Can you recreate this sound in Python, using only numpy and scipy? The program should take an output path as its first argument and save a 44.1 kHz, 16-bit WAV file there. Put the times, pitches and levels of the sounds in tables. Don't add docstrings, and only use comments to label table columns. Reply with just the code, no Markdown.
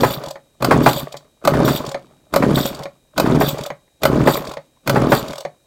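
import sys
import numpy as np
from scipy import signal
from scipy.fft import rfft, irfft
from scipy.io import wavfile
from scipy.ndimage import uniform_filter1d

SR = 44100
rng = np.random.default_rng(int(sys.argv[2]) if len(sys.argv) > 2 else 0)


def master_out(mix):
    frames = np.transpose(np.atleast_2d(mix))
    ceiling = np.clip(frames, -1, 1)
    pcm = np.round(ceiling * 32767).astype(np.int16)
    wavfile.write(sys.argv[1], SR, pcm)


N = 249792

# start_s, gap_s, catch_db, edge_db, load_db, ring_db
PAWL_CATCHES = [(.623, .022, -6.5, -24.5, -2.5, -25), (1.45, 0.024, -5, -23, 4, -27.5),
                (2.338, .022, -6, -22, -1.5, -25.5), (3.178, .02, -5, -18, -2.5, -23),
                (4.033, .019, -4, -17, 3.5, -18), (4.874, .021, -6, -20, -2.5, -25.5)]
# start_s, end_s, spring_db, reel_db, cord_db
SPRING_REWINDS = [(0.0, 0.146, -30, -30, -57), (.824, 1.002, -29.5, -35, -44.5),
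                  (1.641, 1.776, -28.5, -29, -40), (2.542, 2.687, -28.5, -29.5, -40.5),
                  (3.398, 3.516, -29, -30, -39), (4.255, 4.378, -30, -30, -43),
                  (5.091, 5.194, -30, -28.5, -37)]
# start_s, body_db, edge_db, rustle_db
GRIP_LANDINGS = [(0.356, -23, -43, -59), (1.141, -21, -43, -56), (1.944, -12, -27, -47.5),
                 (2.855, -17.5, -34, -57), (3.702, -14, -33.5, -60), (4.569, -20, -32.5, -58),
                 (5.45, -15, -31, -63.5)]
# frequency_hz, level_db
RATTLE_SPECTRUM = [(210, -24.5), (350, -6.5), (427, -2.5), (525, -8.5), (611, 1), (745, -9.5), (1010, -8.5),
                   (1450, -15), (1670, -18), (2420, -24.5), (3000, -44), (3900, -66), (6600, -120)]
CORD_SPECTRUM = [(1470, -39.5), (2500, -7), (2830, -5.5), (3570, -3.5), (4170, -10), (4650, -9),
                 (6200, -13), (6760, -12), (10000, -20.5), (14100, -24), (16000, -24.5)]
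RUMBLE_SPECTRUM = [(25, -22), (45, -24), (64, 0), (95, -10.5), (140, 3.5), (180, -2.5), (240, 0), (320, -2),
                   (480, -14)]
# pitch_hz, level_db, t60_s
HOUSING_MODES = [(549, -17, 0.26), (666, -24, 0.027), (830, -31, 0.091), (1016, -15.5, 0.066),
                 (1360, -49, .05), (1480, -28.5, 0.056)]
COIL_MODES = [(3500, 0.5, 0.038), (3706, -2, 0.05), (4630, -1, .055), (5600, -5, 0.04), (7067, -1, 0.052),
              (7920, -2, .05), (8400, -7, 0.05), (13900, 6, .025), (14300, -3, .02)]


def from_db(db):
    return 10 ** (np.asarray(db) / 20)


def rms_one(x):
    return x / np.sqrt(np.mean(x ** 2) + 1e-20)


def add(track, start_s, sound):
    at = int(round(start_s * SR))
    if 0 <= at < N:
        track[at:at + len(sound)] += sound[:N - at]


def cut(x, hz, kind):
    return signal.sosfilt(signal.butter(4, hz, kind, fs=SR, output="sos"), x + 1e-18)


def gate(start, end, rise_s, fade_s):
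    t = np.arange(N) / SR
    return np.clip((t - start) / rise_s, 0, 1) * np.exp(-np.clip((t - end) / fade_s, 0, 20))


def colour(x, spectrum):
    size = 2 ** 14
    hz, db = np.transpose(spectrum)
    log_hz = np.log(np.maximum(np.arange(size // 2 + 1) * SR / size, 1))
    beyond = np.maximum(np.log(hz[0]) - log_hz, 0) + np.maximum(log_hz - np.log(hz[-1]), 0)
    gain = rms_one(from_db(np.interp(log_hz, np.log(hz), db) - 24 * np.minimum(beyond, 2)))
    cepstrum = irfft(np.log(gain))
    cepstrum[1:size // 2] *= 2
    cepstrum[size // 2 + 1:] = 0
    return signal.fftconvolve(x, irfft(np.exp(rfft(cepstrum))))[:N]


def ring(force, modes):
    out = np.zeros(N)
    for hz, db, t60 in modes:
        decay, step = np.exp(-np.log(1000) / (t60 * SR)), 2 * np.pi * hz / SR
        feedback = [1, -2 * decay * np.cos(step), decay * decay]
        out += from_db(db) * signal.lfilter([0, np.sin(step)], feedback, force + 1e-18)
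    return out


def flutter(per_s):
    span = int(SR / per_s)
    wobble = uniform_filter1d(uniform_filter1d(rng.standard_normal(N), span), span)
    return np.clip(rms_one(wobble), -2.5, 2.5)


def grains(per_s, spread_db, smooth):
    sizes = from_db(spread_db * np.minimum(rng.exponential(1, N), 4)) * rng.choice([-1, 1], N)
    contacts = rms_one(sizes * (rng.random(N) < per_s / SR))
    return rms_one(contacts + smooth * rng.standard_normal(N))


def scuffs(per_s, shared_db, own_db):
    edges_hz = np.geomspace(300, 17000, 13)
    white, out = rng.standard_normal((2, N)), np.zeros(N)
    for k, band in enumerate(zip(edges_hz, edges_hz[1:])):
        noise = signal.sosfilt(signal.butter(2, band, "band", fs=SR, output="sos"), white[k % 2])
        out += noise * from_db(own_db * flutter(per_s))
    return rms_one(out * from_db(shared_db * flutter(per_s)))


def impacts(events, spectrum, modes, body_db, body_t60, edge_db, edge_t60, ring_db, rise_s, edge_rise_s):
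    body, edge, clicks = np.zeros((3, N))
    t = np.arange(SR // 4) / SR
    onset = 1 - np.exp(-t / rise_s)
    swell = from_db(-30 * np.maximum(1 - t / edge_rise_s, 0))
    for start, low_db, high_db in events:
        chatter = rng.choice([-1, 1], len(t))
        add(body, start, from_db(low_db + body_db - 60 * t / body_t60) * chatter * onset)
        add(edge, start - edge_rise_s / 2, from_db(high_db + edge_db - 60 * t / edge_t60) * chatter * swell)
        add(clicks, start + rise_s, from_db([low_db + ring_db]))
    edge_share = np.std(cut(colour(rng.standard_normal(N), spectrum), 2620, "high"))
    contact = cut(body, 2500, "low") + cut(edge, 2920, "high") / edge_share
    return colour(contact, spectrum) + ring(clicks, modes)


def bouncing(events, bounce_s, bounce_db):
    return [(start + delay, body_db + loss_db, edge_db + loss_db)
            for start, body_db, edge_db, *_ in events
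            for delay, loss_db in ((0, 0), (bounce_s, bounce_db))]


def background():
    # frequency_hz, level_db
    air_spectrum = [(15, -33), (25, 6), (416, -6.5), (545, -1), (1370, -19), (1560, -14.5), (2610, -18),
                    (3160, -16), (3430, -19.5), (3920, -10), (4370, -18), (7920, -14.5), (16000, -23.5)]
    # pitch_hz, level_db
    partials = [(2401, -79.5), (3198, -88.5), (3801, -71), (6401, -85.5), (8000, -81.5)]
    t = np.arange(N) / SR
    whine = sum(np.sqrt(2) * from_db(db) * np.sin(2 * np.pi * hz * t) for hz, db in partials)
    return from_db(-62.5) * colour(rng.standard_normal(N), air_spectrum) + whine


def workshop(x, wet_db, low_t60, high_t60, high_db):
    t = np.arange(SR) / SR
    noise = rng.standard_normal(SR) * np.clip((t - .006) / 0.0093, 0, 1)
    low_decay = np.exp(-np.log(1000) * t / low_t60)
    low = cut(noise, 1500, "low") * low_decay
    high = cut(noise, 1500, "high") * np.exp(-np.log(1000) * t / high_t60)
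    tail = (low + from_db(high_db) * high) / np.sqrt(np.sum(low_decay ** 2))
    return x + from_db(wet_db) * signal.fftconvolve(x, tail)[:N]


def resonate(x):
    # centre_hz, width_hz, gain_db
    resonances = [(68.4, 12.25, -1), (93, 38, -7.5), (133.7, 21, 4.5), (169.5, 12, -4.5), (557, 24, 3),
                  (834, 14, 3.5), (1060, 47, 1.5), (1186, 120, 3), (1500, 47, 2.5), (1870, 130, 0.5),
                  (2295, 160, 3), (2410, 100, 2.5), (3330, 60, -2), (4560, 140, 4.5)]
    for hz, width, db in resonances:
        x = x + (from_db(db) - 1) * signal.lfilter(*signal.iirpeak(hz, hz / width, fs=SR), x)
    return x


def reel_cord_and_hand():
    t = np.arange(N) / SR
    reel, cord, bumps = np.zeros((3, N))
    reel_db_per_s, rustle_db_per_s, slack_s = -67, -53.5, 0.044
    for (start, end, _, reel_db, cord_db), (landing, *_, rustle_db) in zip(SPRING_REWINDS, GRIP_LANDINGS):
        running = gate(start, landing - 0.026, rise_s=.1, fade_s=0.013)
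        running *= from_db(reel_db_per_s * np.maximum(t - end, 0))
        rustle = from_db(rustle_db + rustle_db_per_s * np.abs(t - landing))
        rustle *= np.clip((t - landing) / .02, 0, 1)
        reel += from_db(reel_db) * running + rustle
        cord += from_db(cord_db) * running + from_db(-9) * rustle
        bumps += from_db(6) * rustle
    for catch, *_ in PAWL_CATCHES:
        slack = gate(catch - slack_s, catch, rise_s=slack_s, fade_s=0.028)
        jolt = gate(catch - .006, catch + .06, rise_s=.012, fade_s=0.043)
        reel += from_db(-44) * slack
        cord += from_db(-56.5) * slack
        bumps += from_db(-41.5) * slack + from_db(-21) * jolt
    sliding = from_db(-1.0) * reel * colour(scuffs(per_s=200, shared_db=8.5, own_db=4.5), RATTLE_SPECTRUM)
    rubbing = from_db(-3) * cord * colour(grains(per_s=610, spread_db=9.0, smooth=1.0), CORD_SPECTRUM)
    shifting = from_db(-4.5) * bumps * colour(rng.standard_normal(N), RUMBLE_SPECTRUM)
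    return sliding + rubbing + shifting


def recoil_spring():
    # frequency_hz, level_db
    scrape_spectrum = [(2000, -12.5), (2900, -6.5), (3500, 5), (4620, -6), (5300, -10.5), (6300, -15),
                       (7500, -12), (10000, -15), (13000, -11.5), (13900, -0.5), (14800, -9.5)]
    t, level = np.arange(N) / SR, np.zeros(N)
    for start, end, db, *_ in SPRING_REWINDS:
        wound = np.clip((t - start) / (end - start), 0, 1)
        droop_db = -1.5 * wound ** 2
        level += from_db(db + droop_db) * gate(start, end, rise_s=0.013, fade_s=0.013)
    scrape = level * colour(scuffs(per_s=280, shared_db=5.0, own_db=6.0), scrape_spectrum)
    singing = sum(ring(rng.standard_normal(N), [mode]) * from_db(5 * flutter(160)) for mode in COIL_MODES)
    return from_db(-1) * scrape + from_db(-3.5) * level * rms_one(singing)


def grip_landings():
    # frequency_hz, level_db
    spectrum = [(88, -47), (150, -3), (260, -17.5), (583, -1.5), (713, -3.5), (1050, -13), (1570, -21.5),
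                (1950, -15.5), (2620, -29.5), (3850, -31), (5980, -43), (7050, -48), (12000, -57),
                (15600, -86), (22000, -120)]
    # pitch_hz, level_db, t60_s
    grip_modes = [(567, -6.5, 0.17), (1028, -11.5, 0.022), (1764, -13.5, 0.024), (2170, -15, 0.029),
                  (3130, -25, 0.024), (6500, -27, 0.035)]
    events = bouncing(GRIP_LANDINGS, bounce_s=.008, bounce_db=-8.5)
    return impacts(events, spectrum, grip_modes, body_db=-6.5, body_t60=0.07, edge_db=8.5,
                   edge_t60=0.025, ring_db=-2.5, rise_s=0.00091, edge_rise_s=.004)


def pawl_slips(swell_db, scatter_db):
    # start_s, body_db, edge_db
    folds = [(.103, -7, -34), (.963, -9, -43), (2.654, -3.5, -18), (3.482, -10, -19.5), (4.342, -10, -20)]
    # first_s, last_s, count, body_db, edge_db
    runs = [(0.236, 0.307, 4, -19.5, -28), (1.123, 1.168, 2, -27, -30.5), (1.864, 1.915, 3, -17.5, -25.5),
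            (2.746, 2.833, 3, -22, -27), (3.583, 3.661, 4, -18.5, -28.5), (4.45, 4.536, 5, -17, -30.5),
            (5.281, 5.405, 6, -19.5, -29.5)]
    slips = list(folds)
    for first, last, count, body_db, edge_db in runs:
        for along in np.linspace(0, 1, count):
            body_lift, edge_lift = swell_db * (along - .5) + scatter_db * rng.standard_normal(2)
            slips.append((first + along * (last - first), body_db + body_lift, edge_db + edge_lift))
    return slips


def coil_ring(slips):
    clicks = np.zeros(N)
    for start, _, edge_db in slips:
        add(clicks, start + 0.0019, from_db([edge_db - 16]))
    clicks = cut(clicks, 12000, "low")
    return sum(ring(clicks * from_db(4.5 * flutter(49)), [mode]) for mode in COIL_MODES)


def pawl_ticks(slips):
    # frequency_hz, level_db
    spectrum = [(210, -46.5), (350, -29.5), (490, -10.5), (575, 6.5), (730, -4), (1060, -12), (1630, -22),
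                (2710, -21.5), (3450, -13.5), (4310, -20), (4670, -19), (5220, -20.5), (8170, -26.5),
                (9750, -32.5), (16000, -33)]
    return impacts(slips, spectrum, HOUSING_MODES, body_db=-9, body_t60=0.046, edge_db=6.5,
                   edge_t60=0.03, ring_db=-6.0, rise_s=0.0006, edge_rise_s=0.0055)


def pawl_clacks():
    # frequency_hz, level_db
    spectrum = [(88, -38), (150, -8), (422, -5.5), (589, 6.5), (790, -4.5), (1500, -5), (1790, -21),
                (2400, -11), (2700, -29.5), (3770, -23), (6260, -32.5), (6770, -31), (10600, -38),
                (13700, -30.5), (16000, -42)]
    # pitch_hz, level_db, t60_s
    cover_modes = [(555.6, -15.5, 0.074), (614, -14, 0.018), (1270, -13.5, 0.013)]
    pawl_modes = [(1390, -6, .08), (1610, -1, .05), (2568, -13, .09), (3005, -9, .14), (4797, -8, .09),
                  (6760, -16, .07), (8250, -8, .08), (13950, -3, .06), (14150, -8, .09)]
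    events, loading = [], np.zeros(N)
    for start, gap, catch_db, edge_db, load_db, ring_db in PAWL_CATCHES:
        events += [(start, catch_db, edge_db), (start + gap, load_db, -16.5)]
        add(loading, start + gap + .003, from_db([ring_db - 1]))
    clacks = impacts(events, spectrum, cover_modes, body_db=-1.5, body_t60=0.038, edge_db=8.5,
                     edge_t60=0.036, ring_db=1.5, rise_s=0.0012, edge_rise_s=0.002925)
    return clacks + ring(loading, pawl_modes)


def table_knocks():
    # start_s, body_db, edge_db
    knocks = [(.033, 2, -21.5), (.709, 4, -20.5), (.861, 6.5, -15.5), (1.536, -8.5, -31),
              (1.678, -3.5, -21.5), (2.424, -3, -30.5), (2.573, -6.5, -28), (3.259, -9, -32.5),
              (3.41, -2, -31), (4.273, 2.5, -19.5), (4.958, -1.5, -29.5), (5.119, 4, -18.5)]
    # frequency_hz, level_db
    spectrum = [(59, -32), (100, -0.5), (249, 2.5), (784, 3.5), (1360, -5), (1520, -3), (2800, -19),
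                (4670, -24.5), (6420, -33), (7140, -29), (12100, -34.5), (13800, -33), (16000, -34)]
    events = bouncing(knocks, bounce_s=.01, bounce_db=-11.5)
    return impacts(events, spectrum, HOUSING_MODES, body_db=-6.0, body_t60=0.1, edge_db=0.5,
                   edge_t60=0.13, ring_db=-10.5, rise_s=0.00038, edge_rise_s=.003)


def crank_turns(turns=10, fastest_turn=2.89, run_up_turns=4.47):
    # first_compression_s, top_speed_turns_per_s, coast_turns
    pulls = [(-.1425, 40.8, 5.6), (.6879, 43.7, 6.27), (1.5229, 43.54, 6.06), (2.4069, 40.94, 5.8),
             (3.2449, 42.29, 6.12), (4.1014, 41.24, 5.91), (4.9446, 43.22, 6.05)]
    past_top = np.arange(turns) + .5 - fastest_turn
    for start, top_speed, coast_turns in pulls:
        spread_turns = np.where(past_top < 0, run_up_turns, coast_turns)
        speed = top_speed * np.exp(-(past_top / spread_turns) ** 2)
        times = start + np.r_[0, np.cumsum(1 / speed)]
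        yield times, 1 / np.gradient(times)


def rocking(full_speed_hz, table_hz, width_s):
    note, swell = np.zeros((2, N))
    lead = SR // 16
    t = np.arange(-lead, lead) / SR
    for when, speed in np.hstack(list(crank_turns())).T:
        shape = (speed / full_speed_hz) ** 0.91 * np.exp(-(t / width_s) ** 2 / 2)
        add(note, when - lead / SR, shape * np.sin(2 * np.pi * (table_hz * t + rng.random())))
        add(swell, when - lead / SR, shape)
    return from_db(-29.5) * (note + swell * colour(rng.standard_normal(N), RUMBLE_SPECTRUM))


def drive_train(full_speed_hz, run_up_s, jerk_s, jerk_share, run_down_s):
    t, effort = np.arange(N) / SR, np.zeros(N)
    for times, speed in crank_turns():
        turn = np.interp(t, times, np.arange(len(times)))
        start = times[0] - run_up_s
        knots_s = np.r_[start - jerk_s, start, times, times[-1] + run_down_s]
        pace = np.interp(t, knots_s, np.r_[0, jerk_share * speed[0], speed, 0]) / full_speed_hz
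        effort += pace * from_db(-0.2 * np.cos(2 * np.pi * (turn - 0.24)))
    friction = scuffs(per_s=260, shared_db=2.3, own_db=3.5)
    contacts = grains(per_s=520, spread_db=-1.0, smooth=0.74)
    gears = from_db(-25.5) * effort ** 1.37 * colour(friction, RATTLE_SPECTRUM)
    rubbing = from_db(-40.5) * effort ** 0.98 * colour(friction, CORD_SPECTRUM)
    rumble = from_db(-19.0) * effort ** 2.12 * colour(contacts, RUMBLE_SPECTRUM)
    return gears + rubbing + rumble


def cylinder(puff_db, width_s, full_speed_hz):
    # pitch_hz, level_db, t60_s
    table_modes = [(62, -49, 0.088), (141, -28, 0.26)]
    # delay_s, level_db
    echoes = [(.0072, -13.5), (0.0139, -32)]
    puffs, kicks = np.zeros((2, N))
    lead = SR // 100
    t = np.arange(-lead, lead) / SR
    for when, speed in np.hstack(list(crank_turns())).T:
        effort = min(speed / full_speed_hz, 1)
        pulse_time = t / (width_s / effort ** 0.66)
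        pulse = pulse_time * np.exp(-pulse_time ** 2 / 2)
        add(puffs, when - lead / SR, from_db(puff_db) * effort ** 2.54 * pulse)
        add(kicks, when - .0015, np.array([effort ** 1.2]))
    out = puffs + ring(kicks, table_modes)
    for delay, db in echoes:
        add(out, delay, from_db(db) * puffs)
    return out


def scene():
    machine = cylinder(puff_db=-1.0, width_s=0.00067, full_speed_hz=28.1)
    machine += rocking(full_speed_hz=36, table_hz=141, width_s=.012)
    machine += drive_train(full_speed_hz=38.3, run_up_s=0.08, jerk_s=0.006, jerk_share=0.58,
                           run_down_s=0.032)
    machine += reel_cord_and_hand()
    slips = pawl_slips(swell_db=2.5, scatter_db=2.5)
    machine += recoil_spring() + coil_ring(slips)
    machine += pawl_clacks() + table_knocks() + pawl_ticks(slips) + grip_landings()
    in_room = workshop(resonate(machine), wet_db=-12.0, low_t60=0.21, high_t60=0.16, high_db=4.0)
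    return (in_room + background())[None]


def record(dry):
    ceiling, cutoff_hz = .92, 15900
    rounded = dry / (1 + (dry / ceiling) ** 4) ** (1 / 4)
    return signal.sosfilt(signal.ellip(12, .1, 80, cutoff_hz, fs=SR, output="sos"), rounded)


dry = scene()
out = record(dry)
master_out(out)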